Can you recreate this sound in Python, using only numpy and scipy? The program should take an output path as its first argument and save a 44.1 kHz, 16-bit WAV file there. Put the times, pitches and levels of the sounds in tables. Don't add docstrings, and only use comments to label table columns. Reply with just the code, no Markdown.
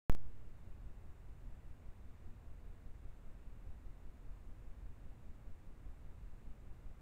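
import sys
import numpy as np
from scipy import signal
from scipy.fft import rfft, irfft
from scipy.io import wavfile

SR = 44100
rng = np.random.default_rng(int(sys.argv[2]) if len(sys.argv) > 2 else 0)


def wrap_up_sound(samples):
    columns = np.atleast_2d(samples).T
    tamed = np.clip(columns, -1, 1)
    steps = np.round(tamed * 32767).astype(np.int16)
    wavfile.write(sys.argv[1], SR, steps)


N = 309141


def from_db(db):
    return 10 ** (np.asarray(db) / 20)


def unit_rms(x):
    return x / np.sqrt(np.mean(x ** 2) + 1e-20)


def band_pass(x, hz, width_hz):
    r = np.exp(-np.pi * width_hz / SR)
    feedback = [1, -2 * r * np.cos(2 * np.pi * hz / SR), r * r]
    return signal.lfilter((1 - r * r) / 2 * np.array([1, 0, -1]), feedback, x)


def coloured_noise(spectrum):
    hz, db = np.transpose(spectrum)
    bin_hz = np.maximum(np.arange(N // 2 + 1) * SR / N, 1)
    gain = from_db(np.interp(np.log(bin_hz), np.log(hz), db))
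    return unit_rms(irfft(rfft(rng.standard_normal(N)) * gain, N))


def drift(rate_hz):
    place = np.arange(N) / SR * rate_hz
    values = rng.standard_normal(N // 100)
    return unit_rms(np.interp(place, np.arange(len(values)), values))


# start_s, height_full_scale, rise_s
SWITCH_STEPS = [(0.0975, 0.11, .00021), (0.1235, -0.013, .00006), (0.1496, -0.018, .00006)]
# centre_hz, width_hz, gain_db
CLICK_BRIGHTNESS = [(7700, 1800, -14), (14300, 2200, -17)]
def switch_on(leak_s=0.12, hold_hz=14700):
    held_t = np.floor(np.arange(N) * hold_hz / SR) / hold_hz
    steps = np.zeros(N)
    for start_s, height, rise_s in SWITCH_STEPS:
        age = np.maximum(held_t - round(start_s * hold_hz) / hold_hz, 0)
        steps += height * np.minimum(age / rise_s, 1) ** 0.66 * np.exp(-age / leak_s)
    bright_edge = sum(from_db(db) * band_pass(steps, hz, width) for hz, width, db in CLICK_BRIGHTNESS)
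    return steps + bright_edge


# frequency_hz, relative_density_db
RUMBLE_SPECTRUM = [(12, -5.5), (35, 2), (65, -3), (100, -9), (140, -15.5), (220, -19), (280, -21.5),
                   (400, -25.5), (1000, -32), (2000, -38), (2850, -42.5), (3200, -48.5), (3600, -46),
                   (9000, -73.5)]
def rumble(level_db=-54.5):
    return from_db(level_db) * coloured_noise(RUMBLE_SPECTRUM)


# frequency_hz, relative_density_db
HISS_SPECTRUM = [(3000, -13), (4500, -4), (6200, -1.5), (6900, 1), (8800, 0), (10000, -4.5), (11400, -6),
                 (12150, -3.5), (12800, -6.5), (13500, -3), (14800, -2), (15700, -6.5)]
def amplifier_hiss(level_db=-84.5):
    return from_db(level_db) * coloured_noise(HISS_SPECTRUM)


def hum(t, pitch_hz=113.1, level_db=-70.5, waver_hz=0.88, waver_db=2.0):
    cycles = pitch_hz * t + np.cumsum(waver_hz * drift(3)) / SR
    amplitude = np.sqrt(2) * from_db(level_db + waver_db * drift(1.4))
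    return amplitude * np.sin(2 * np.pi * cycles)


def throb_beat(first_s=0.2665, period_s=0.2, swing_s=0.0098, swing_period_s=1.0, latest_at_s=0.561):
    even_s = np.arange(first_s, N / SR, period_s)
    late_s = swing_s * np.cos(2 * np.pi * (even_s - latest_at_s) / swing_period_s)
    accent_db = 1.5 * rng.standard_normal(len(even_s))
    return np.column_stack([even_s + late_s, accent_db])


def throbs(t, beat, level_db=-41.5, kick_s=0.0036, sag_s=0.011, sag_delay_s=0.041):
    pulses = np.zeros(N)
    stretches = np.exp(0.14 * rng.standard_normal((len(beat), 3)))
    for (time_s, accent_db), (kick_stretch, sag_stretch, delay_stretch) in zip(beat, stretches):
        near = abs(t - time_s) < 0.2
        age = t[near] - time_s
        kick = np.exp(-0.5 * (age / (kick_s * kick_stretch)) ** 2)
        sag = np.exp(-0.5 * ((age - sag_delay_s * delay_stretch) / (sag_s * sag_stretch)) ** 2)
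        pulses[near] += from_db(level_db + accent_db) * (kick - sag)
    return pulses - pulses.mean()


# frequency_hz, relative_density_db
FLUTTER_SPECTRUM = [(20, 0), (60, 2), (110, -4), (150, -9.5), (230, -10), (330, -18.5), (500, -25),
                    (1000, -36), (4000, -71)]
def flutter(t, beat, level_db=-60.0, swell_s=0.029, lag_s=0.0044):
    envelope = np.zeros(N)
    for time_s, accent_db in beat:
        falloff = 0.5 * ((t - time_s - lag_s) / swell_s) ** 2
        envelope += from_db(accent_db) * np.exp(-np.minimum(falloff, 20))
    return from_db(level_db) * envelope * coloured_noise(FLUTTER_SPECTRUM)


def scene():
    t = np.arange(N) / SR
    is_open = t >= SWITCH_STEPS[0][0]
    steady_noise = rumble() + amplifier_hiss()
    beat = throb_beat()
    background = steady_noise + throbs(t, beat) + flutter(t, beat) + hum(t)
    return (switch_on() + is_open * background)[None]


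def record(dry, cutoff_hz=15800):
    low_pass = signal.firwin(255, cutoff_hz, fs=SR)
    return signal.fftconvolve(dry, low_pass[None], mode="same")


dry = scene()
out = record(dry)
wrap_up_sound(out)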